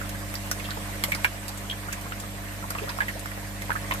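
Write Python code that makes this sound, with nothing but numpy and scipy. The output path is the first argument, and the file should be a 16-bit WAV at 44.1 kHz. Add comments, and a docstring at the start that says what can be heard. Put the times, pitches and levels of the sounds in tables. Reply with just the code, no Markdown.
"""A steady wash of moving water, a fine hiss and the mains hum of a pump fill an indoor tank.
Koi feed at its surface: mouths and fins trap air that rings as short plops, faint bubbles and foam
dot the stirred water, lips smack, droplets snap and fins splash up crowds of tiny air pockets.
The tank walls and the room answer each of these small sounds at once."""
import sys
import numpy as np
from scipy import signal
from scipy.fft import rfft, irfft, next_fast_len
from scipy.io import wavfile
from scipy.ndimage import uniform_filter1d, map_coordinates

SR = 44100
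rng = np.random.default_rng(int(sys.argv[2]) if len(sys.argv) > 2 else 0)


def master_out(mix):
    """Clip the mix to full scale and print it as 16-bit PCM to the path in sys.argv[1]."""
    frames = np.transpose(np.atleast_2d(mix))
    ceiling = np.clip(frames, -1, 1)
    pcm = np.round(ceiling * 32767).astype(np.int16)
    wavfile.write(sys.argv[1], SR, pcm)


N = 176400
T = np.arange(6000) / SR  # seconds within one short sound


def amp(db):
    """Decibels to gain."""
    return 10 ** (np.asarray(db) / 20)


def unit(x):
    """Scale to rms 1."""
    return x / np.sqrt(np.mean(x ** 2) + 1e-20)


def along(points, hz):
    """Read a curve of (Hz, value) points on a log frequency axis."""
    points_hz, values = np.transpose(points)
    return np.interp(np.log(hz + 1), np.log(points_hz + 1), values)


def swell(rows):
    """A fader ride about its mean, one dB value per sample."""
    db = np.interp(np.arange(N) / SR, *np.transpose(rows))
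    return db - db.mean()


def wobble(rate_hz):
    """A smooth random drift, rate_hz knots a second."""
    knots = rng.standard_normal(int(N * rate_hz / SR) + 4)
    return map_coordinates(knots, [np.arange(N) * rate_hz / SR])


def filtered(x, response):
    """Equalise x with a gain that depends on frequency."""
    n = x.shape[-1]
    padded = next_fast_len(n + 2048)
    return irfft(rfft(x, padded) * response(np.fft.rfftfreq(padded, 1 / SR)), padded)[..., :n]


def sides(pan_db):
    """Left and right gain; pan_db is left minus right."""
    return amp(np.array([[1], [-1]]) * pan_db / 2)


# Stereo image of the water, narrow lows and wide highs: frequency_hz, left_right_correlation
WATER_IMAGE = [(60, 0.91), (130, 0.99), (290, 0.88), (640, 0.5), (1410, -0.009), (3100, -0.009),
               (6820, -0.025), (15000, -0.06)]
def rush(spectrum, patchy_db):
    """Stereo water noise of rms 1 that flickers in patches of time and frequency."""
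    noise = signal.stft(rng.standard_normal((2, N)), nperseg=512)[2]
    patches = uniform_filter1d(rng.standard_normal(noise.shape[1:]), size=5, axis=0)
    patches = uniform_filter1d(patches, size=6, axis=1)
    flicker = signal.istft(noise * amp(patchy_db * unit(patches)), nperseg=512)[1][:, :N]
    def mid_side_gains(hz):
        width = np.arccos(np.clip(along(WATER_IMAGE, hz), -1, 1)) / 2
        return amp(along(spectrum, hz)) * [np.cos(width), np.sin(width)]
    mid, side = filtered(flicker, mid_side_gains)
    return unit(np.array([mid + side, mid - side]))


# Fader ride of the flow: time_s, relative_db
FLOW_RIDE = [(0, -36), (.7, -35), (1.2, -35), (1.35, -37), (2.5, -37.5), (2.85, -36), (3.45, -37.5),
             (4, -35)]
# Tone of the wash: frequency_hz, relative_db
WASH_TONE = [(20, -17), (60, -6), (115, -4), (150, -1.5), (180, 2), (240, -5.5), (350, -8.5), (560, -5),
             (800, -7.5), (1100, -4.5), (1350, -8.5), (1650, -5), (1900, -4.5), (2300, -7.5), (3000, -12),
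             (5000, -19), (14000, -25.5), (15000, -70)]
# Tone of the hiss: frequency_hz, relative_db
HISS_TONE = [(500, 6.5), (2500, -7.5), (4000, 4.5), (6500, 4.5), (7700, 7.5), (8100, 7.5), (8500, 10.5),
             (9100, 3.5), (10500, 4), (12000, 7), (14500, 3), (14900, -40)]
# Where each band of the hiss sits: frequency_hz, pan_db
HISS_PANNING = [(4000, 3), (8000, -5), (12000, -1.5)]
def water(wash_db=-40, hiss_db=-44.5):
    """Circulating water makes a steady wash with a fine hiss on top."""
    flow_db = swell(FLOW_RIDE)
    flutter_db = 0.18 * wobble(rate_hz=6.44)
    wash = amp(wash_db + flow_db + flutter_db) * rush(WASH_TONE, patchy_db=2) * sides(pan_db=-2.5)
    hiss = filtered(rush(HISS_TONE, patchy_db=2.5), lambda hz: sides(along(HISS_PANNING, hz)))
    return wash + amp(hiss_db + 0.95 * flow_db) * hiss


# Partials of the hum, before the ride: mains_multiple, level_db, pan_db, left_lead_rad
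HUM_PARTIALS = [(1, -42.5, -2.5, -0.54), (2, -40.5, -2.5, 0.5), (4, -45.5, 0.5, 0), (6, -49, -1.5, -0.23),
                (13, -57.5, 6.5, 1), (14, -55.5, 6, 0.11)]
# Fader ride of the pump: time_s, relative_db
PUMP_RIDE = [(0, -26.5), (.4, -27.5), (1.15, -27), (1.35, -29.5), (2.5, -28.5), (3.3, -29), (4, -26)]
def pump(mains_hz=50.05, whine_hz=561, whine_db=-54.5):
    """The motor hums on harmonics of the mains, with one thin, slightly wavering whine."""
    rad_per_hz = 2 * np.pi * np.arange(N) / SR
    out = amp(whine_db) * np.sin(whine_hz * rad_per_hz + 0.54 * wobble(rate_hz=3.9))
    for multiple, level_db, pan_db, left_lead_rad in HUM_PARTIALS:
        phase = multiple * mains_hz * rad_per_hz + rng.uniform(0, 2 * np.pi)
        stereo_shift = np.array([[1], [-1]]) * left_lead_rad / 2
        out = out + amp(level_db) * sides(pan_db) * np.sin(phase + stereo_shift)
    return np.sqrt(2) * amp(swell(PUMP_RIDE)) * out


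def echo(t60_s, predelay_s=0.0015):
    """Dense reflections: a stereo noise tail that dies away."""
    tail = rng.standard_normal((2, len(T))) * 1000 ** (-T / t60_s) * (T > predelay_s)
    return tail / np.linalg.norm(tail[0])


def place(out, start_s, sound, pan_db, send_db=0, wall_db=-6, left_lead_s=0.00028):
    """Mix in a sound on the water: its direct path, then its own wall and room echoes."""
    walls = amp(wall_db) * echo(t60_s=0.028)
    room = echo(t60_s=0.076)
    path = (walls + room) * amp(send_db) * sides(pan_db / 2)
    left, right = sides(pan_db)[:, 0]
    path[0, 0] += left  # the fish are nearer to the left side
    path[1, round(left_lead_s * SR)] += right
    span = out[:, round(start_s * SR):][:, :len(T)]
    span += signal.fftconvolve(sound[None], path, axes=1)[:, :span.shape[1]]


def bubble(pitch_hz, decay_cycles, rise, attack_cycles=0.14, surface_s=0.06):
    """An air pocket rings and dies, gliding up by rise octaves per 10 ms until it surfaces."""
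    glide_hz = pitch_hz * 2 ** (rise * np.minimum(T, surface_s) / 0.01)
    attack = 1 - np.exp(-T * pitch_hz / attack_cycles)
    decay = np.exp(-T * pitch_hz / decay_cycles)
    return np.sin(2 * np.pi * np.cumsum(glide_hz) / SR) * attack * decay


# Plop cues, before the trim: start_s, pitch_hz, level_db, decay_cycles, rise_octaves_per_10ms, pan_db
PLOP_CUES = [(0.014, 1420, -23.5, 2.7, 0.096, -5), (0.148, 1660, -31, 4.9, 0, -6),
             (0.341, 1940, -18.5, 0.68, 0, -7), (0.354, 4880, -19, 2.6, 0, -4),
             (0.514, 1480, -17, 1.54, 0, -9), (0.5138, 5700, -13, 2.7, 0, 1),
             (.5995, 2530, -41, 5.5, 0.092, -2), (0.656, 3360, -33, 3.3, 0.066, 9),
             (.688, 1140, -24.5, 1.7, 0.15, -6), (0.7069, 4000, -17.5, 1.3, 0, -7),
             (.712, 1530, -29.5, 4.5, .1, -9), (.7728, 745, -18.5, 0.54, 0.024, -1),
             (1.0374, 2170, -20.5, 5.4, 0, -10), (1.0386, 1090, -12.5, 0.38, 0, 0),
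             (1.039, 3210, -20, 4.7, 0, 3), (1.084, 580, -35, 7.2, 0.029, 8),
             (1.12, 2210, -14.5, 5.8, 0.15, -4), (1.139, 2200, -26, 3.7, 0, -6),
             (1.149, 4830, -16, 1.5, 0.066, -7), (1.1518, 1570, -15, 0.57, 0, -1),
             (1.2455, 1650, -11.5, 2.5, 0, 1), (1.2453, 2300, -9, 3.6, 0.1, -7),
             (1.25, 1600, -24, 6.3, 0, -24), (1.2465, 986, -25.5, 4.3, 0.0091, -9),
             (1.699, 3170, -20, 5, 0.032, 0), (1.712, 3210, -22, 6.9, 0.13, 1),
             (1.728, 1700, -29, 3.5, 0.12, -9), (1.885, 1294, -31, 11, 0.25, -5),
             (1.92, 2470, -35, 17, 0.25, 1), (2.058, 985, -34.5, 10, 0.33, -2),
             (2.121, 1420, -21, 1.7, 0.047, -2), (2.123, 2850, -26.5, 2.4, 0, 1),
             (2.626, 1360, -35, 6.2, 0, -9), (2.6406, 980, -27, 4.9, 0, -3),
             (2.706, 1300, -23.5, 2.6, 0.17, -7), (2.7505, 1950, -21, 1.4, 0, -3),
             (2.753, 1100, -20, 1.4, 0.17, -2), (2.786, 2530, -22.5, 3.8, 0, -2),
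             (2.797, 1260, -29, 1.4, 0, -12), (2.818, 395, -30.5, 6.4, 0.12, -3),
             (2.836, 545, -28, 3.9, 0, -3), (2.876, 1160, -31, 3.7, 0.048, 3),
             (2.884, 1446, -29.5, 7.9, 0.013, -10), (2.897, 882, -33, 7.6, 0.24, -6),
             (2.963, 626, -40, 24, 0.21, 2), (2.9872, 1190, -22, 1.9, 0.076, -12),
             (3.005, 1640, -14.5, 5, 0.044, -6), (3.021, 930, -27, 3.7, 0, -1),
             (3.153, 560, -37, 7.5, 0.27, 0), (3.258, 1500, -22, 1.3, .1, -11),
             (3.376, 720, -31, 2.6, .1, -4), (3.62, 2040, -27, 4.5, 0, -5),
             (3.695, 900, -20.5, 1.4, 0.17, 3), (3.7044, 1460, -14, 2, 0.26, -11),
             (3.718, 1550, -22, 3.3, 0.33, -16), (3.754, 1240, -24, 4.7, 0.046, -7.5),
             (3.761, 1690, -24, 6.5, 0.09, -11), (3.909, 1040, -22.5, 2.9, 0.033, -7),
             (3.9115, 1870, -21, 1.7, 0, -15), (3.92, 1010, -22, 2.8, 0.073, -2),
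             (3.921, 2740, -21, 3.6, 0, -1), (3.921, 3670, -25.5, 3, 0, -1), (3.947, 1400, -21, 1.5, 0, 0)]
def plops(trim_db=2.5):
    """Mouths and fins trap pockets of air, and each rings briefly."""
    out = np.zeros((2, N))
    for start_s, pitch_hz, level_db, decay_cycles, rise, pan_db in PLOP_CUES:
        ring = bubble(pitch_hz, decay_cycles, rise)
        place(out, start_s, amp(level_db + trim_db) * ring, pan_db, send_db=-0.9)
    return out


def ripples(count=200, centre_hz=1727, level_db=-47, scatter_db=7):
    """Faint bubbles ring at random all over the stirred surface."""
    out = np.zeros((2, N))
    starts_s = rng.uniform(0, N / SR, count)
    for start_s, (pitch, size, life, side) in zip(starts_s, rng.standard_normal((count, 4))):
        ring = bubble(centre_hz * np.exp(0.487 * pitch), decay_cycles=3.4 * np.exp(life / 2), rise=0.14)
        place(out, start_s, amp(level_db + scatter_db * size) * ring, pan_db=3 * side - 3)
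    return out


def crack(bright_hz, decay_s, attack_s=0.00021, click_db=10, width_octaves=0.05, skirt=0.15):
    """A film of water tears: one sharp click and a tiny burst of broad noise, brightest at one pitch."""
    tear = rng.standard_normal(len(T)) * np.exp(-T / decay_s) * (1 - np.exp(-T / attack_s))
    tear[round(attack_s * SR)] = amp(click_db)
    def bright_peak(hz):
        detune = np.log2((hz + 1) / bright_hz) / width_octaves
        return unit((1 + detune ** 2) ** -skirt)
    return filtered(tear, bright_peak)


# Smack and snap cues, before the trim: start_s, level_db, bright_hz, decay_s, pan_db
SNAP_CUES = [(0.0923, -24, 4960, 0.0027, -5), (.3002, -29, 14000, .0007, 0), (0.3408, -17, 13000, .0006, 1),
             (.4617, -28, 12000, .001, -2), (.5134, -11, 11700, 0.00059, -6),
             (1.038, -11, 5200, 0.0013, -7), (1.0378, -13, 13000, 0.002, 6), (1.0835, -26, 10000, .0007, 0),
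             (1.119, -18.5, 12500, 0.0014, 2), (1.149, -26, 9700, 0.0022, 9),
             (1.2408, -22, 13500, 0.0011, 1), (1.246, -22, 12500, .002, 11),
             (1.2493, -16, 11500, 0.0012, -1), (1.4813, -17.5, 4900, 0.0012, -7),
             (1.4907, -24.5, 3800, 0.0015, -9), (1.574, -32.5, 7500, 0.0091, 7),
             (1.9263, -28, 6950, 0.0026, 18), (1.929, -21, 6560, 0.0017, -10),
             (2.012, -27.5, 13000, 0.0015, -11), (2.199, -24, 6900, 0.004, 2),
             (2.704, -16, 11900, 0.0017, -1), (2.707, -29, 4720, 0.0018, -5), (2.98, -26, 13000, .001, 2),
             (3.194, -23, 10700, 0.001, 0), (3.2585, -24, 6900, 0.00062, 1),
             (3.6197, -21.5, 11200, 0.00095, -3), (3.73, -28, 11000, .001, -14),
             (3.938, -15, 10900, 0.00052, -2)]
def snaps(trim_db=-5.5):
    """Lips smack and droplets snap, each a tearing film of water."""
    out = np.zeros((2, N))
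    for start_s, level_db, bright_hz, decay_s, pan_db in SNAP_CUES:
        place(out, start_s, amp(level_db + trim_db) * crack(bright_hz, decay_s), pan_db, send_db=0.5)
    return out


def foam(count=18, centre_hz=6600, level_db=-50, scatter_db=2):
    """Foam bursts in sparse, faint ticks."""
    out = np.zeros((2, N))
    starts_s = rng.uniform(0, N / SR, count)
    for start_s, (pitch, size, side) in zip(starts_s, rng.standard_normal((count, 3))):
        tick = crack(centre_hz * 2 ** (pitch / 2), decay_s=0.0025)
        place(out, start_s, amp(level_db + scatter_db * size) * tick, pan_db=3 * side - 2)
    return out


def splash(centre_hz, decay_s, pockets=24, spread_octaves=0.2, spray_db=-14):
    """A fin folds in a crowd of tiny pockets that thins out quickly, and throws a little spray."""
    crowd = np.zeros(len(T))
    delays_s = rng.exponential(decay_s, pockets)
    for delay_s, pitch in zip(delays_s - delays_s.min(), rng.standard_normal(pockets)):
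        ring = bubble(centre_hz * 2 ** (spread_octaves * pitch), decay_cycles=2, rise=0)
        ring *= np.exp(-delay_s / decay_s / 2)  # later pockets are softer
        crowd += np.pad(ring, (round(delay_s * SR), 0))[:len(T)]
    crowd *= np.sqrt(decay_s * SR / 2) / np.linalg.norm(crowd)  # energy of a decay from rms 1
    return crowd + amp(spray_db) * crack(bright_hz=11700, decay_s=decay_s)


# Splash cues: start_s, level_db, centre_hz, decay_s, pan_db
SPLASH_CUES = [(0.598, -34, 2470, 0.0067, -10), (.642, -39, 3320, 0.018, -5),
               (1.122, -28, 3170, 0.0023, -5), (1.246, -30.5, 2720, 0.0062, -15),
               (1.928, -32.5, 2190, 0.0068, -7), (2.78, -38, 1320, 0.0095, -7),
               (2.831, -42, 2480, 0.0091, -5), (2.892, -34, 1900, 0.013, -3),
               (2.892, -32, 4500, 0.0073, -2), (3.006, -28.5, 2200, 0.015, -2),
               (3.082, -27.5, 2040, 0.012, -6), (3.315, -35.5, 1920, 0.0076, -5),
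               (3.705, -36, 1370, 0.0093, 5), (3.757, -37, 1500, 0.012, -6),
               (3.91, -26.5, 2240, 0.0075, -2)]
def fins():
    """Fins break the surface in short splashes."""
    out = np.zeros((2, N))
    for start_s, level_db, centre_hz, decay_s, pan_db in SPLASH_CUES:
        place(out, start_s, amp(level_db) * splash(centre_hz, decay_s), pan_db)
    return out


def scene():
    """Feeding koi over a bed of stirred water and pump hum."""
    koi = plops() + fins() + snaps()
    return koi + ripples() + foam() + water() + pump()


# High cut on the whole mix: frequency_hz, gain_db
HIGH_CUT = [(14600, 0), (15000, -12), (15900, -20)]
def record(dry):
    """The top treble rolls off, and nothing passes above the band limit."""
    limit_hz = 15900
    return filtered(dry, lambda hz: amp(along(HIGH_CUT, hz)) * (hz < limit_hz))


dry = scene()
out = record(dry)
master_out(out)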